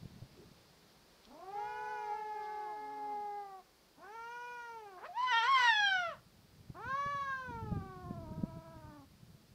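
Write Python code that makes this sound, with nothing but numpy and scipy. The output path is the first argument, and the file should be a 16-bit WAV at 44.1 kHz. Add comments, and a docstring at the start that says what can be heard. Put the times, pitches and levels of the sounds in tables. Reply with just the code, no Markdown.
"""Wind buffets the microphone over a faint outdoor hiss, and then two tomcats yowl at the foot of a stone wall.
One wails in three long arches; the other holds a level moan, snarls, and breaks into a scream that splits and rasps.
Each voice is a sum of gliding fold harmonics weighted by the throat's resonances; turbulent air joins the scream.
Wall and paving return the voices as sparse echoes. Leaves, a scuff, wind and hiss are shaped noise;
each buffet adds a short decaying oscillation."""
import sys
import numpy as np
from scipy import signal
from scipy.fft import rfft, irfft, next_fast_len
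from scipy.io import wavfile

SR = 44100
rng = np.random.default_rng(int(sys.argv[2]) if len(sys.argv) > 2 else 0)


def bounce(signal):
    """Save signal as a 16-bit WAV file at the path given by the first command-line argument."""
    frames = np.transpose(np.atleast_2d(signal))
    limited = np.clip(frames, -1, 1)
    pcm = np.round(limited * 32767).astype(np.int16)
    wavfile.write(sys.argv[1], SR, pcm)


N = 420909
TIME = np.arange(N) / SR  # seconds

# Contours of the yowls, before the throat and its resonances act.
# Each row: time in seconds, pitch in Hz, effort in dB, mouth opening in dB of resonance lift.
FIRST_WAIL = [(1.26, 208.6, -69, -3), (1.42, 346, -54, -1), (1.6, 464.6, -45, 1.5),
              (1.68, 485.3, -45.5, 6.5), (1.93, 495, -45, 10), (2.12, 460.7, -44, -1.5),
              (2.49, 381, -52.5, 6), (2.59, 388.7, -50, 4.5), (2.71, 351, -55, 0), (2.8, 281, -63, 6),
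              (3.12, 272.6, -60, 7), (3.29, 189.5, -86, -10)]
SECOND_WAIL = [(3.97, 256, -63, -1), (4.04, 367, -52.5, 9.5), (4.152, 455, -44, 6), (4.24, 462, -45, 9.5),
               (4.351, 481.6, -43, 8.5), (4.521, 485.6, -43, 6), (4.65, 472, -46, 15),
               (4.768, 452.5, -42.5, -3.5), (4.9, 392.7, -50, 3), (5.0, 345, -52, -1.5)]
LAST_WAIL = [(6.74, 274, -50.5, 2), (6.81, 426, -41.5, 1.5), (6.9, 528.5, -38.5, 10),
             (6.98, 561.7, -33.5, 5.5), (7.12, 569.5, -35.5, 7), (7.23, 555.3, -38, 9.5),
             (7.35, 529.3, -46, 17.5), (7.46, 505.7, -41, 5), (7.53, 467.3, -37.5, -1.5),
             (7.62, 444, -39.5, -4.5), (7.79, 389.4, -46.5, 0.5), (8.08, 357, -47.5, -4),
             (8.3, 313, -50, -3), (8.55, 328.8, -50.5, -2), (8.73, 325.8, -52, 1.5), (8.97, 288, -53.5, 0),
             (9.05, 268, -63.5, -4)]
MOAN = [(1.3, 245.6, -55, -16), (1.41, 357.2, -48, -1), (1.56, 414, -34.5, 5), (1.75, 426.4, -35, 8),
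        (1.95, 424.7, -34.5, 6.5), (2.12, 418.6, -31.5, 8), (2.19, 427.2, -34, 8.5),
        (2.65, 421.8, -33.5, 8), (2.86, 423.6, -36, 8), (3.14, 416.3, -33.5, 2), (3.38, 409.6, -38, 9),
        (3.58, 377, -44, 4), (3.62, 348, -51, 7)]
SCREAM = [(5.08, 691, -34.5, -30), (5.126, 723, -41.5, -22), (5.143, 820, -43, -4), (5.181, 961, -24.5, -9),
          (5.238, 1026, -14, -23.5), (5.288, 1004, -31.5, 9.5), (5.315, 987, -22, 3),
          (5.334, 911.6, -26, 3.5), (5.382, 920.5, -26, 3.5), (5.414, 886, -29.5, 3.5), (5.47, 991, -26, 5),
          (5.488, 1079, -23, 2.5), (5.522, 1099, -24, 10.5), (5.6, 1001, -23.5, 7.5),
          (5.689, 930, -23.5, 8.5), (5.741, 858, -30.5, 9), (5.871, 797.7, -26, 4.5), (5.999, 721, -28, 6),
          (6.09, 652, -28.5, -5), (6.134, 550, -38, -5), (6.17, 402, -65, 10)]
SNARL = [(4.965, 339, -62.5, 9.5), (5.03, 429, -44.5, 4), (5.068, 650, -43, 11.5), (5.09, 654, -61, -3)]

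# Transfer of the throat for each voice. Each row: frequency in Hz, gain in dB.
WAIL_THROAT = [(250, -7.5), (420, -11), (620, -3.5), (1050, -4.5), (1280, -17.5), (1480, -13.5),
               (1950, -28.5), (2350, -23), (2950, -30), (3900, -42.5), (5000, -40.5), (6200, -36),
               (7300, -63), (11000, -56)]
LAST_WAIL_THROAT = [(250,-10), (420,-16.5), (620,-9), (1120,-5), (1650,-17), (1850,-22), (2080,-39),
                    (2300,-22), (2800,-34.5), (3350,-33), (3950,-34.5), (5100,-47), (6200,-40), (7300,-70),
                    (11000,-65)]
MOAN_THROAT = [(300, -21), (420, -14.5), (830, -5), (1150, -15), (1290, -38.5), (1700, -34.5),
               (2100, -33.5), (2500, -49), (3400, -53.5), (4200, -51.5), (5100, -49.5), (7500, -78)]
SCREAM_THROAT = [(450,-24), (750,-9), (1080,-5.5), (1300,-9.5), (1600,-11.5), (2000,-16), (2350,-25),
                 (3150,-21), (4500,-40.5), (5850,-34), (6700,-67), (7700,-52.5), (10500,-80.5),
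                 (13800,-67.5), (15200,-88.5)]

# Vocal folds of each voice. The single row: pitch in Hz below which slack roughness sets in,
# brightness there in dB per octave, brightness gained per octave of pitch in dB per octave.
WAIL_FOLDS = (444, 0, 7.8)
LAST_WAIL_FOLDS = (433, -2.23, 5.5)
MOAN_FOLDS = (425, 1.18, 8.2)
SNARL_FOLDS = (700, 0, 3.1)
SCREAM_FOLDS = (900, -0.37, 1)

# Breaks of the forced voice. Each row: middle in seconds, half length in seconds, added roughness (0-1),
# alternation of strong and weak cycles (0-1), air level in dB.
BREAKS = [(5.064, 0.021, 0.3, 0, -67.5), (5.284, 0.018, 0.09, 0.15, -68), (5.333, 0.004, .03, 0.23, -61),
          (5.39, 0.082, 0.08, 0.62, -65), (5.448, 0.022, 0.22, 0.5, -49), (5.53, 0.054, 0.09, 0, -56.5),
          (5.626, 0.066, 0.19, 0.3, -45.5)]
# Wide gapes of the jaws, shared by every voice sounding then.
# Each row: middle in seconds, half length in seconds, lift of the upper throat resonance in dB.
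GAPES = [(1.649, 0.079, 1.5), (5.262, 0.036, 4.5), (5.375, 0.06, 6), (5.804, 0.14, 8), (7.85, 0.15, 2.5)]
# Relative spectrum of the air forced through the screaming throat. Each row: frequency in Hz, density in dB per Hz.
AIR_COLOUR = [(300,-44), (700,-20.5), (1100,2), (1800,1), (2500,0.5), (3200,-11), (4200,3), (5600,-9),
              (6800,-20.5), (7700,-15), (10500,-41), (13500,-25), (15500,-51)]

# Reflections from paving and stones near each cat's head. Each row: delay in ms, amplitude gain.
WAILER_ECHOES = [(2.64, 0.091), (2.84, 0.11), (4.51, 0.17), (7.33, 0.08), (7.46, 0.24), (7.95, 0.089),
                 (8.62, 0.082), (16.46, 0.053)]
SCREAMER_ECHOES = [(2.14, 0.066), (3.5, 0.037), (3.79, 0.066), (4.42, 0.18), (4.68, 0.09), (5.38, 0.12),
                   (6.74, 0.05), (8.61, 0.11), (22.7, 0.23)]

# Single wind buffets. Each row: centre in seconds, level in dB, oscillation in Hz.
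BUFFETS = [(.035,-35.5,152), (0.057,-36,134), (0.225,-35.5,117), (.518,-48,160), (6.702,-36,139.8),
           (7.065,-35,154), (7.152,-37,150), (7.51,-37,290), (7.725,-24.5,173.5), (8.11,-28.5,205.5),
           (8.438,-21.5,188.8), (9.35,-49,150)]
# Gusts at the microphone. Each row: peak in seconds, half width in seconds, level in dB.
GUSTS = [(.16, 0.17, -57), (1.63, 0.11, -68.5), (6.12, .06, -62), (6.599, 0.083, -58.5),
         (6.872, 0.01, -47.5), (7.2, 0.6, -61), (7.55, 0.038, -47), (7.73, .07, -41), (8.16, 0.093, -45),
         (8.36, 0.068, -44.5), (8.571, .015, -43.5), (8.791, 0.084, -52.5), (9.25, 0.2, -61)]
# Relative spectrum of the wind rumble. Each row: frequency in Hz, density in dB per Hz.
WIND_COLOUR = [(15,-18.5), (45,-5.5), (75,0), (130,4), (210,-1.5), (300,-13.5), (400,-18.5), (550,-35.5),
               (800,-37.5), (2000,-64.5), (6000,-89)]
# Dry leaves stirring. 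Each row: start in seconds, length in seconds, level in dB.
LEAVES = [(1.228, 0.046, -67.5), (2.404, 0.073, -71)]
# Relative spectrum of the outdoor hiss. Each row: frequency in Hz, density in dB per Hz.
HISS = [(18, -46), (30, -9.5), (59, -2.5), (88, -12), (178, -3.5), (263, -9), (308, -6), (421, -6.5),
        (640, -9.5), (1770, -16), (1920, -17), (3150, -18), (4790, -14), (6730, -25.5), (15600, -46)]
# Loudness of the outdoor hiss. Each row: time in seconds, level in dB.
HISS_LEVEL = [(0, -64.5), (2.5, -65.5), (3.7, -68), (9.54, -69)]

ROUGH_PER_OCTAVE, LEAST_ROUGH = 0.37, 0.018  # slack folds grow rough as the pitch sinks
ONSET_ROUGH, ONSET_S = 0.5, 0.16  # extra roughness per octave of slack at the start, and its decay time
BREAK_EDGE = 3.3  # exponent: steepness with which a break or a gape sets in and ends
SHRILL_HZ, SHRILL_OCTAVES = 3560, 0.31  # centre and width of the resonance lifted by a gape
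GAPE_BRIGHT = 0.33  # dB per octave gained for each dB of gape lift
AIR_LEAK_DB = -38.5  # air that always escapes with the scream, relative to its effort
GUST_FALL_DB = 6.5  # slope far out on a gust's flanks, per half width
MICROPHONE_HISS_DB = -74
EDGE_HZ = 15700  # recorder's upper band limit


def screamer():
    """Source and filter: a level moan, its tone barely tied to the mouth, then a snarl that leaps into a scream."""
    moan = yowl(MOAN, MOAN_THROAT, MOAN_FOLDS, count=16, mouth_bright=0.017, waver=0.00104)
    snarl = yowl(SNARL, WAIL_THROAT, SNARL_FOLDS, count=8, jitter=0.07, quaver=0.066)
    scream = yowl(SCREAM, SCREAM_THROAT, SCREAM_FOLDS, count=19, mouth_bright=0.4, waver=0.0012,
                  jitter=0.022, rasp=0.099, rasp_hz=380, uneven_db=0.9, quaver=0.015)
    return moan + snarl + reflected(scream + throat_air(), SCREAMER_ECHOES)


def wailer():
    """Source and filter: three arching wails, the last with a throat colour of its own."""
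    first = yowl(FIRST_WAIL, WAIL_THROAT, WAIL_FOLDS, mouth_bright=0.19, waver=0.0011)
    second = yowl(SECOND_WAIL, WAIL_THROAT, WAIL_FOLDS, mouth_bright=0.19, waver=0.0011)
    last = yowl(LAST_WAIL, LAST_WAIL_THROAT, LAST_WAIL_FOLDS,
                mouth_bright=0.4, waver=0.0022, jitter=0.036, quaver=0.056)
    return reflected(first + second + last, WAILER_ECHOES)


def yowl(rows, throat, folds, count=22, mouth_hz=1550, mouth_octaves=0.46, mouth_bright=0.56, waver=0.0028,
         jitter=0.069, rasp=0.27, rasp_hz=330, uneven_db=0.85, quaver=0.066):
    """Additive source and filter: fold harmonics glide through resonances; tense folds are bright, slack ones rough."""
    s, *columns = np.transpose(rows)
    t = np.arange(s[0], s[-1], 1 / SR)
    slow = np.linspace(s[0], s[-1], len(t) // 64)  # coarse time grid for the contours
    pitch, effort_db, mouth_db = (np.interp(slow, s, c) for c in columns)

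    clean_hz, clean_bright_db, rise_db = folds
    tension = np.log2(pitch / clean_hz)  # octaves
    gape_db = sum(db * spell(slow, middle, half) for middle, half, db in GAPES)
    bright_db = clean_bright_db + rise_db * tension + mouth_bright * mouth_db + GAPE_BRIGHT * gape_db

    forced, split, _ = breaking(slow)
    onset = ONSET_ROUGH * np.exp((s[0] - slow) / ONSET_S)
    slack = np.maximum(-tension, 0) * (ROUGH_PER_OCTAVE + onset)
    rough = np.interp(t, slow, np.clip(LEAST_ROUGH + slack + forced, 0, 1))

    # the pitch trembles slightly; rough folds close early or late
    tremble = 1 + (waver + quaver * rough) * wander(29.9, len(t))
    turns = np.cumsum(np.interp(t, slow, pitch) * tremble) / SR
    turns += jitter * rough * wander(rasp_hz, len(t))

    voice = np.zeros(len(t))
    # alternating cycles put lines halfway between the harmonics
    step = 0.5 if split.max() > 0.1 else 1
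    for k in np.arange(step, count, step):
        halfway = k % 1 > 0
        hz = k * pitch
        mouth = resonance(hz, mouth_hz, mouth_octaves)
        shrill = resonance(hz, SHRILL_HZ, SHRILL_OCTAVES)
        octaves = np.log2(np.minimum(hz, 4000) / 850)  # the brightness tilt pivots at 850 Hz
        line_db = effort_db + read(throat, hz) + mouth_db * mouth + gape_db * shrill + bright_db * octaves
        # upper harmonics and half lines are less steady than the low ones
        unsteady_db = uneven_db * (np.log2(max(k, 1)) + 2.1 * halfway)
        size = gain_of(line_db + unsteady_db * flicker(len(slow)))
        if halfway:
            size = size * split
        voice += np.interp(t, slow, size) * np.cos(2 * np.pi * (k * turns + rng.random()))

    # rough cycles also differ in strength
    voice *= 1 + rasp * rough * wander(rasp_hz, len(t))
    out = np.zeros(N)
    add(out, s[0], voice * signal.windows.tukey(len(t), 0.026 / (s[-1] - s[0])))  # 13 ms fades
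    return out


def throat_air(grain_db=2, grain_hz=400):
    """Modulated turbulence: the opening folds pass air in uneven puffs, which surge where the voice breaks."""
    s, pitch, effort_db, _ = np.transpose(SCREAM)
    opening = 1 + np.cos(2 * np.pi * np.cumsum(np.interp(TIME, s, pitch)) / SR)
    puffs = evened(opening * gain_of(grain_db * wander(grain_hz, N)))
    leak_db = np.interp(TIME, s, effort_db, left=-140, right=-140) + AIR_LEAK_DB
    level = gain_of(leak_db) + breaking(TIME)[2]
    return level * evened(coloured(puffs * rng.standard_normal(N), AIR_COLOUR)[:N])


def breaking(t):
    """Irregular fold motion: roughness, cycle alternation and air amplitude of the breaks at times t."""
    return sum(np.outer((rough, split, gain_of(air_db)), spell(t, s, half))
               for s, half, rough, split, air_db in BREAKS)


def spell(t, s, half):
    """A flat-topped pulse: rises to 1 around time s, holds, and falls again."""
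    return np.exp(-np.minimum(abs(t - s) / half, 10) ** BREAK_EDGE)


def resonance(hz, centre_hz, width_octaves):
    """A resonance peak of height 1, bell-shaped on a log-frequency axis."""
    return np.exp(-(np.log2(hz / centre_hz) / width_octaves) ** 2)


def flicker(count, size=17):
    """Smoothed random fluctuation of rms 1."""
    return evened(signal.convolve(rng.standard_normal(count), np.hanning(size), "same"))


def reflected(x, echoes):
    """Superposition of the direct sound and its delayed first reflections."""
    return x + sum(gain * np.interp(TIME - ms / 1000, TIME, x) for ms, gain in echoes)


def garden(x, t60=0.31, first_s=0.008):
    """Sparse reverberation: walls scatter decaying echoes, against which the gliding harmonics beat."""
    wet_db, echoes_per_s = -13, 2000
    t = np.arange(SR // 2) / SR
    hits = (rng.random(len(t)) < echoes_per_s / SR) * (t > first_s)
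    taps = rng.standard_normal(len(t)) * hits * gain_of(-60 * t / t60)
    return x + gain_of(wet_db) * signal.fftconvolve(x, taps / np.linalg.norm(taps))[:N]


def buffets(cycles=0.49, slap_db=-14, slap_s=0.0059):
    """Transient pressure: a sharp eddy shoves the microphone in a short oscillation with a dull slap."""
    out = np.zeros(N)
    t = np.arange(-SR // 40, SR // 40) / SR
    slap_colour = [(100, 7.5), (330, -1.5), (650, -8), (1000, -29), (3000, -55)]  # Hz, dB
    for s, db, hz in BUFFETS:
        swell = np.exp(-np.hypot(t * hz, 0.1) / cycles)
        shove = swell * np.sin(-2 * np.pi * hz * t)
        slap = np.exp(-abs(t) / slap_s) * noise(slap_colour, len(t))
        add(out, s + t[0], gain_of(db) * (shove + gain_of(slap_db) * slap))
    return out


def wind(lumpy_db=3, eddies_hz=22, flutter_db=-14, strong_db=-42):
    """Turbulent pressure: eddies rumble on the microphone; strong ones reach higher in pitch."""
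    gusts_db = [db - GUST_FALL_DB * (np.hypot((TIME - s) / half, 1) - 1) for s, half, db in GUSTS]
    level_db = np.max(gusts_db, axis=0)
    lumps = evened(gain_of(lumpy_db * wander(eddies_hz, N)))
    push = gain_of(level_db - strong_db) * lumps
    rumble = noise(WIND_COLOUR, N)
    flutter = noise([(100, -47), (280, 9), (500, -4), (1000, -38), (4000, -54)], N)
    # the flutter grows faster than the rumble as the push rises
    return gain_of(strong_db) * push * (rumble + gain_of(flutter_db) * np.sqrt(push) * flutter)


def leaves():
    """Irregular friction: dry leaves beside the cats give brief crinkles of grainy noise."""
    out = np.zeros(N)
    for s, length, db in LEAVES:
        size = int(length * SR)
        grains = gain_of(3.7 * wander(300, size))
        crinkle = noise([(800, -32), (3500, 9), (5500, 5), (8000, -30)], size) * grains
        add(out, s, gain_of(db) * evened(crinkle * np.hanning(size)))
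    return out


def scuff(s=0.33, length=0.15, db=-62):
    """Friction noise: a soft, dull scuff near the microphone."""
    out, size = np.zeros(N), int(length * SR)
    rub = noise([(120, -25), (260, -1), (400, 5), (600, -15), (1500, -46)], size)
    add(out, s, gain_of(db) * evened(rub * np.hanning(size)))
    return out


def hiss():
    """Stationary noise: a distant outdoor wash over the microphone's own even hiss."""
    outdoors = gain_of(np.interp(TIME, *np.transpose(HISS_LEVEL))) * noise(HISS, N)
    return outdoors + gain_of(MICROPHONE_HISS_DB) * rng.standard_normal(N)


def gain_of(db):
    """The decibel law: level to amplitude."""
    return 10 ** (np.asarray(db) / 20)


def evened(x):
    """Normalisation to rms 1."""
    return x / np.sqrt(np.mean(x ** 2) + 1e-20)


def read(points, hz):
    """Interpolation of a spectrum in dB on a log-frequency axis."""
    f, db = np.transpose(points)
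    return np.interp(np.log(hz + 1), np.log(f + 1), db)


def add(mix, s, sound):
    """Superposition: adds a sound to the mix at time s."""
    part = mix[max(round(s * SR), 0):][:len(sound)]
    part += sound[:len(part)]


def coloured(x, colour):
    """Linear filtering by a spectrum; the result is padded to a fast transform length."""
    padded = next_fast_len(len(x))
    shape = gain_of(read(colour, np.fft.rfftfreq(padded, 1 / SR)))
    return irfft(rfft(x, padded) * shape, padded)


def noise(colour, size):
    """Filtered white noise of rms 1 with a given spectrum."""
    white = rng.standard_normal(next_fast_len(size))
    return evened(coloured(white, colour)[:size])


def wander(hz, size):
    """Low-passed random motion of rms 1, slower than hz."""
    lowpass = signal.butter(4, hz, fs=SR, output="sos")
    return evened(signal.sosfilt(lowpass, rng.standard_normal(size)))


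def scene():
    """Superposition of both cats in the garden with leaves, scuff, hiss and wind."""
    cats = garden(wailer() + screamer())
    surroundings = leaves() + scuff() + hiss() + wind() + buffets()
    return (cats + surroundings)[None]


def record(dry):
    """Band limitation: the recorder passes only what lies below its upper edge."""
    lowpass = signal.firwin(511, EDGE_HZ, window=("kaiser", 9), fs=SR)
    return signal.oaconvolve(dry, lowpass[None], "same")


dry = scene()
out = record(dry)
bounce(out)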